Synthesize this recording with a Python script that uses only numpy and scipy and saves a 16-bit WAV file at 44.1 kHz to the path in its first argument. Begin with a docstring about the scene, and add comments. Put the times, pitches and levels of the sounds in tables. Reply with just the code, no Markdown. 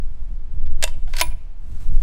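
"""Rifle bolt worked on a grass range

A few metres from the microphone a bolt is pulled back against its stop, then pushed home.
Each steel contact is a noise crack plus dying sines; sliding is gritty noise, and a small part pings.
A concrete wall and trees return faint echoes as filtered noise tails.
Shaped noise makes the wind buffeting the microphone and a jacket that rustles most at the end."""
import sys
import numpy as np
from scipy import signal
from scipy.fft import rfft, irfft
from scipy.io import wavfile
from scipy.ndimage import uniform_filter1d

SR = 44100
rng = np.random.default_rng(int(sys.argv[2]) if len(sys.argv) > 2 else 0)


def store_pcm(level_fs):
    """Save levels as 16-bit WAV."""
    pcm = np.round(np.clip(level_fs, -1, 1) * 32767).astype(np.int16)
    wavfile.write(sys.argv[1], SR, np.atleast_2d(pcm).T)


N = 89434  # length [samples]


def bolt():
    """Both strokes: sums the steel contacts, loose parts, squeaks, ping and friction."""
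    return strokes() + loose_part() + handle_knock() + squeaks() + pinging_part() + sliding()


# Contacts as the bolt is pulled back:
# (time [s], relative level [dB], T60 [s], bass [dB], treble [dB], relative ring level [dB])
PULL_CONTACTS = [(.590, -52.5, 0.078, -2, -24, -18), (.660, -47, 0.074, -14.5, -18.5, -15.5),
                 (.672, -46, 0.032, 3.5, -26.5, -18), (.8257, -12, 0.014, -13, -3.5, -15),
                 (.8281, -22, 0.054, 3, -6.5, -23), (.8372, -23, 0.018, 5.5, 13.5, -17.5),
                 (.8389, -10, 0.0088, -8, 7, -3.5), (.8408, -16, 0.015, -3, -8, 5),
                 (.852, -36.5, 0.023, -5.5, 8.5, -12.5), (.876, -30.5, 0.027, 4, -7.5, -6),
                 (.881, -44, 0.038, 4, -7, -12), (.896, -48.5, .03, 1.5, 1.5, -11.5)]
# Contacts as the bolt runs forward and shuts, same columns
PUSH_CONTACTS = [(1.076, -49.5, 0.036, 5.5, -11, -6), (1.1338, -34, 0.015, 7.5, -1, -23),
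                 (1.1375, -29, 0.021, 7, -9.5, -2), (1.1528, -41, 0.041, -1.5, -3, -10.5),
                 (1.1578, -50, 0.028, -3, -0.5, -10), (1.166, -25, 0.034, -6.5, -1.5, -14.5),
                 (1.181, -38, 0.032, 0.5, 1, -9), (1.1855, -20, 0.023, -17.5, -3.5, -26),
                 (1.1882, -27.5, .035, -9, -14.5, -16), (1.1972, -17.5, 0.011, -21, 4.5, -26.5),
                 (1.2029, -14, 0.011, -22, -5, -24.5), (1.2107, -18, 0.015, 10, 10, -13.5),
                 (1.2123, -9.5, .022, -0.5, 2, 1.5), (1.2175, -19, 0.028, 3.5, -27, -0.5)]
# Colour of a crack at the rear stop: (frequency [Hz], level [dB])
OPEN_CRACK_COLOUR = [(100, -36.5), (300, -24.5), (430, -13), (600, -0.5), (820, -4), (1400, -2),
                     (2100, -0.5), (2900, 0), (4200, -1.5), (5000, -0.5), (5800, -6), (7200, 0),
                     (8900, -5.5), (10000, -13.5), (14000, -18), (16000, -30)]
# Colour of a crack as the bolt shuts: (frequency [Hz], level [dB])
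SHUT_CRACK_COLOUR = [(100, -33), (300, -26), (480, -10.5), (640, -2), (800, -10), (1000, -3), (1300, -6.5),
                     (1550, -1), (1850, 1.5), (2300, 2.5), (3500, -1.5), (4000, -1.5), (4400, 1.5),
                     (5000, -3.5), (8500, -8.5), (10000, -13.5), (14000, -11), (16000, -29)]
# Modes of the action with the bolt back: (frequency [Hz], level [dB], T60 [s])
BOLT_BACK_MODES = [(547, -23, 0.031), (608, -19, 0.036), (1560, -34.5, 0.031), (2050, -20, .03),
                   (2690, -19.5, 0.062), (2912, -22.5, 0.034), (3630, -10, 0.018), (6600, -21, 0.015),
                   (7150, -15.5, 0.017), (7680, -21, 0.018), (8600, -21.5, 0.021)]
# Modes of the action with the bolt forward: (frequency [Hz], level [dB], T60 [s])
BOLT_FORWARD_MODES = [(338, -38, .18), (610, -41, .14), (660, -20, .035), (921, -23, .06), (974, -20, .12),
                      (1025, -17, .05), (1620, -31, .04), (2175, -21, .04), (2270, -16, .04),
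                      (2412, -24, .11), (2710, -19, .055), (3040, -25, .06), (3354, -24, .045),
                      (3520, -21, .05), (3700, -28, .1), (4590, -25, .05), (6280, -20, .035)]


def strokes():
    """Steel meets steel on the way back, then on the way forward, exciting the action each time."""
    out = np.zeros(N)
    for s, *row in PULL_CONTACTS:
        add(out, s, contact(*row, OPEN_CRACK_COLOUR, BOLT_BACK_MODES))
    for s, *row in PUSH_CONTACTS:
        add(out, s, contact(*row, SHUT_CRACK_COLOUR, BOLT_FORWARD_MODES))
    return out


ATTACK_S = 0.00031  # time constant of every onset [s]
BASS_HZ, TREBLE_HZ = 1130, 6030  # corners of the bass and treble shelves [Hz]
RATTLE = .02  # rms share by which the pitch of a loose part wavers


def contact(db, t60, bass_db, treble_db, ring_db, colour, modes):
    """A crack of dense short resonances, as decaying noise, plus the clear modes of the action."""
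    t = np.arange(SR // 8) / SR
    envelope = amp(-60 * t / t60) * (1 - np.exp(-t / ATTACK_S))
    burst = unit(rng.standard_normal(len(t)) * envelope)
    burst = burst * np.sqrt(np.mean(envelope ** 2))

    def crack_db(f):
        bass = bass_db / (1 + (f / BASS_HZ) ** 2)
        treble = treble_db * f ** 4 / (f ** 4 + TREBLE_HZ ** 4)
        return read(colour, f) + bass + treble

    crack = causal(burst, crack_db)
    # the action wavers half as much as a loose part
    sound = amp(ring_db + 7.5) * ring(modes, rattle=RATTLE / 2)
    add(sound, 0, amp(8.5) * crack)
    return amp(db) * sound


RATTLE_HZ = 110  # the waver is noise averaged over half a period of this frequency [Hz]


def ring(modes, pitch=1, length=1, rattle=0):
    """Dying sines of a struck part; rattle makes the pitch of each one waver at random."""
    t = np.arange(SR // 2) / SR
    tones = np.zeros(len(t))
    for hz, db, t60 in modes:
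        waver = uniform_filter1d(rng.standard_normal(len(t)), size=round(SR / RATTLE_HZ / 2))
        frequency = hz * pitch * (1 + rattle * unit(waver))
        turns = np.cumsum(frequency) / SR + rng.random()
        decay = amp(db - 60 * t / (t60 * length))
        tones += decay * np.sin(2 * np.pi * turns)
    return tones * (1 - np.exp(-t / ATTACK_S))


# Small pinging part: (frequency [Hz], level [dB], T60 at full ring time [s])
PING_MODES = [(9857, -22, .2), (9795, -33, .24), (14935, -42, .17), (15520, -37, .17), (15628, -34, .19)]
# Blows on it: (time [s], level [dB], pitch ratio, share of the full ring time)
PING_BLOWS = [(1.166, -13, 1.042, .35), (1.186, -19, 1.005, .6), (1.2115, 0, 1, 1)]


def pinging_part():
    """High modes of a small part, set ringing by the closing stroke."""
    out = np.zeros(N)
    for s, db, pitch, length in PING_BLOWS:
        add(out, s, amp(db) * ring(PING_MODES, pitch, length))
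    return out


# Squeaks of steel just before the bolt locks: (time [s], level [dB], frequency [Hz], T60 [s])
SQUEAKS = [(1.1955, -27.5, 7980, 0.0084), (1.2024, -10, 5090, 0.0083)]


def squeaks():
    """Each short squeak of steel is one rapidly dying sine."""
    out = np.zeros(N)
    for s, db, hz, t60 in SQUEAKS:
        add(out, s, ring([(hz, db, t60)]))
    return out


# Loose part shaken by the stop: (frequency [Hz], level [dB], T60 [s])
LOOSE_MODES = [(601, -5, 0.19), (973, 6.5, 0.13), (1810, -11, 0.078), (3020, -9, 0.32), (3530, -15.5, 0.2),
               (4800, -3.5, 0.11), (5300, -6, .12)]
# Its shakes: (time [s], level [dB])
LOOSE_HITS = [(0.842, -41), (.8765, -43)]


def loose_part():
    """A part that sits loosely chatters as it rings, so its modes waver in pitch."""
    out = np.zeros(N)
    for s, db in LOOSE_HITS:
        add(out, s, amp(db) * ring(LOOSE_MODES, rattle=RATTLE))
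    return out


# Bolt handle: (frequency [Hz], level [dB], T60 [s])
HANDLE_MODES = [(745, 0, 0.076), (1440, -4, 0.041), (3500, -7, 0.033)]
# The hand's one blow on it: (time [s], level [dB])
HANDLE_KNOCK = (1.078, -43)


def handle_knock():
    """The hand knocks the handle as it starts to push, ringing three wavering modes."""
    out = np.zeros(N)
    s, db = HANDLE_KNOCK
    add(out, s, amp(db) * ring(HANDLE_MODES, rattle=RATTLE))
    return out


# Bolt sliding in its race: (time [s], level [dB])
SLIDE_LEVEL = [(.79, -74.5), (.818, -53), (.835, -39.5), (.86, -57.5), (.872, -65), (.89, -49), (.91, -59),
               (1.04, -84.5), (1.10, -56.5), (1.128, -65.5), (1.14, -48), (1.16, -44.5), (1.187, -34.5),
               (1.205, -33), (1.23, -42), (1.27, -51.5), (1.33, -63), (1.37, -104)]
# Colour of the plain friction: (frequency [Hz], level [dB])
SLIDE_COLOUR = [(200, -12), (700, 0), (2000, 0), (5000, -6), (8700, -4.5), (10000, -18.5), (16000, -20.5)]
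# Resonances rubbed by the bolt: (frequency [Hz], half-width at -6 dB [Hz], level [dB])
RACE_RESONANCES = [(1589, 110, -2), (2380, 130, -8.5), (3370, 450, -5.5), (4420, 100, -9),
                   (5000, 280, -7.5)]
SLIDE_GRAIN_DB = 4  # rms swing of the grit [dB]


def sliding():
    """Gritty friction that sings a little in the resonances of the race."""
    hz = np.fft.rfftfreq(N, 1 / SR)
    body = np.zeros(N)
    for f, width, db in RACE_RESONANCES:
        spectrum = rfft(rng.standard_normal(N)) / (1 + ((hz - f) / width) ** 2)
        body += amp(db) * unit(irfft(spectrum, N))
    swing = unit(uniform_filter1d(rng.standard_normal(N), size=60))
    grit = amp(SLIDE_GRAIN_DB * swing)
    return level(SLIDE_LEVEL) * unit((noise(SLIDE_COLOUR) + body) * grit)


# Scatter nearby, decay: (frequency [Hz], T60 before build-up [s])
NEAR_T60 = [(300, 0.22), (1000, 0.22), (4000, 0.2), (9000, 0.19), (14000, 0.12)]
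# Its colour: (frequency [Hz], level [dB])
NEAR_COLOUR = [(300, 4), (1000, -3), (5000, -10.5), (9000, -7), (10500, 3.5), (16000, -5)]
# Wash from the trees, decay: (frequency [Hz], T60 before build-up [s])
TREES_T60 = [(300, 0.33), (1000, 0.87), (4000, 1), (14000, 0.19)]
# Its colour: (frequency [Hz], level [dB])
TREES_COLOUR = [(300, 18), (1000, -21.5), (2500, -0.5), (5000, -10.5), (9000, 0), (15000, -15)]
# Smear of the concrete wall's echo: (frequency [Hz], T60 before build-up [s])
WALL_T60 = [(300, 0.32), (2000, 0.15), (8000, 0.056)]
# Its colour: (frequency [Hz], level [dB])
WALL_COLOUR = [(300, 3), (650, 3), (1500, -4.5), (2400, 2), (4000, -5), (8000, -7.5), (15000, -12.5)]
NEAR_DB, TREES_DB, WALL_DB = -14, -40, -36.5  # gains on top of the colours [dB]
TREES_RISE_S, WALL_S = 0.17, .09  # build-up of the trees, delay of the wall [s]


def outdoors(x):
    """Scatter nearby, one smeared echo off a concrete wall, and a faint wash from the trees."""
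    near = amp(NEAR_DB) * tail(NEAR_T60, 0.0023, NEAR_COLOUR)
    trees = amp(TREES_DB) * tail(TREES_T60, TREES_RISE_S, TREES_COLOUR)
    out = x + signal.fftconvolve(x, near + trees)[:N]
    wall = tail(WALL_T60, 0.0073, WALL_COLOUR)
    add(out, WALL_S, amp(WALL_DB) * signal.fftconvolve(x, wall))
    return out


def tail(t60s, rise_s, colour=((100, 0), (10000, 0))):
    """Scattered reflections as noise that builds up, then dies band by band."""
    hz, t, bands = signal.stft(rng.standard_normal(SR), SR, nperseg=256)
    decay = amp(-60 * t / read(t60s, hz)[:, None])
    taps = signal.istft(bands * decay, SR, nperseg=256)[1][:SR]
    taps = taps * np.minimum(np.arange(SR) / SR / rise_s, 1) ** 2
    return causal(taps / np.linalg.norm(taps), lambda f: read(colour, f))


# Jacket rustle: (time [s], level [dB])
RUSTLE_LEVEL = [(0, -71), (.3, -71.5), (.5, -75), (.59, -69), (.63, -99), (.78, -70), (.86, -59),
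                (.95, -64.5), (1.05, -71), (1.11, -58.5), (1.25, -67), (1.55, -75.5), (1.68, -63),
                (1.73, -59.5), (1.79, -60.5), (1.81, -52), (1.87, -59), (2.02, -58)]
# Colour of the cloth: (frequency [Hz], level [dB])
CLOTH_COLOUR = [(200, 4.5), (800, 13), (2000, 8.5), (5000, 5.5), (7400, 5.5), (8500, 7.5), (9500, 2),
                (10700, -0.5), (12800, 0.5), (16000, -8)]


def jacket():
    """Cloth brushing as the arm moves: coloured noise with a fine random grain."""
    swing = unit(uniform_filter1d(rng.standard_normal(N), size=200))
    grain = amp(1.5 * swing)
    return level(RUSTLE_LEVEL) * unit(noise(CLOTH_COLOUR) * grain)


# Wind's rumble: (time [s], level before RUMBLE_DB [dB])
GUST_LEVEL = [(0, -26), (.13, -30), (.3, -24), (.46, -28), (.67, -20), (.85, -26), (1.05, -24), (1.2, -25),
              (1.34, -22), (1.44, -35), (1.62, -36), (1.72, -26), (1.8, -30), (1.9, -19), (2.02, -23)]
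# Colour of the rumble: (frequency [Hz], level [dB])
RUMBLE_COLOUR = [(2, -13), (6, 1.5), (10, 10.5), (16, 2.5), (24, -1), (34, -10), (48, -14.5), (70, -24),
                 (130, -65.5), (600, -120)]
# Buffeting on the microphone: (time [s], level [dB])
BUFFET_LEVEL = [(.02, -38), (.06, -45), (.26, -47), (.31, -38), (.38, -43), (.49, -43), (.555, -34),
                (.63, -39), (.72, -37), (.83, -38), (.95, -42), (.98, -38), (1.02, -42), (1.1, -40),
                (1.16, -44), (1.24, -38), (1.31, -39), (1.45, -51), (1.62, -49), (1.71, -37), (1.8, -42),
                (1.9, -31.5), (1.96, -33), (2.02, -36)]
# Colour of the buffets: (frequency [Hz], level [dB])
BUFFET_COLOUR = [(30, -19), (60, 1.5), (90, -2), (130, -11), (190, -16), (300, -27), (500, -34),
                 (1200, -64), (6000, -110)]
# How quickly the eddies come: (frequency [Hz], level [dB])
FLUTTER_COLOUR = [(2, -25), (10, 0), (30, -2), (80, -20), (300, -70)]
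# Colour of the distant air: (frequency [Hz], level [dB])
AIR_COLOUR = [(100, 6), (400, 1), (900, -0.5), (1500, -7), (3000, -12.5), (6000, -22), (9000, -36),
              (11000, -44.5), (16000, -40.5)]
RUMBLE_DB, BUFFET_DB, AIR_DB = 10, 0, -59.5  # layer gains [dB]
FLUTTER_DB = 4  # greatest swing of the flutter either way [dB]


def wind():
    """Slow rumble and quicker buffets, fluttering with the eddies, over steady distant air."""
    flutter = amp(FLUTTER_DB * np.tanh(noise(FLUTTER_COLOUR)))
    rumble = amp(RUMBLE_DB) * level(GUST_LEVEL) * noise(RUMBLE_COLOUR)
    buffets = amp(BUFFET_DB) * level(BUFFET_LEVEL) * unit(noise(BUFFET_COLOUR) * flutter)
    air = amp(AIR_DB) * noise(AIR_COLOUR)
    return rumble + buffets + air


def amp(db):
    """Decibels to gain."""
    return 10 ** (np.asarray(db) / 20)


def unit(x):
    """Scales to rms 1."""
    return x / np.sqrt(np.mean(x ** 2) + 1e-20)


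def read(points, hz):
    """Reads a table on a log-frequency axis."""
    f, value = np.transpose(points)
    return np.interp(np.log(hz + 1), np.log(f + 1), value)


def level(points):
    """Gain over time from a curve in dB."""
    s, db = np.transpose(points)
    return amp(np.interp(np.arange(N) / SR, s, db))


def add(mix, s, sound):
    """Mixes a sound in at a time in seconds."""
    part = mix[round(s * SR):][:len(sound)]
    part += sound[:len(part)]


def noise(colour):
    """Steady noise of a given spectrum, at rms 1."""
    gain = amp(read(colour, np.fft.rfftfreq(N, 1 / SR)))
    return unit(irfft(rfft(rng.standard_normal(N)) * gain, N))


def causal(x, gain_db, size=2048):
    """Colours a sound with a minimum-phase filter; gain_db is a function of frequency."""
    log_gain = np.log(amp(gain_db(abs(np.fft.fftfreq(size, 1 / SR)))))
    # the Hilbert transform of the log gain gives the minimum phase
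    response = np.exp(np.conj(signal.hilbert(log_gain)))
    return signal.fftconvolve(x, np.fft.ifft(response).real[:size // 2])


SIDE_DB, SPREAD_DB = -38.5, -25.5  # gain of the side signal, and of the scatter inside it [dB]


def scene():
    """All sits in the middle; only traces of wind, jacket and scatter differ between the sides."""
    rifle = bolt()
    scatter = amp(SPREAD_DB) * signal.fftconvolve(rifle, tail(NEAR_T60, .006))[:N]
    mid = outdoors(rifle) + wind() + jacket()
    side = amp(SIDE_DB) * (wind() + jacket() + scatter)
    return np.array([mid + side, mid - side])


EDGE_HZ = 15850  # low-pass cutoff [Hz]


def record(dry):
    """The recorder's band limit: a steep linear-phase low-pass."""
    lowpass = signal.firwin(511, EDGE_HZ, window=("kaiser", 9), fs=SR)
    return signal.oaconvolve(dry, lowpass[None], "same")


dry = scene()
out = record(dry)
store_pcm(out)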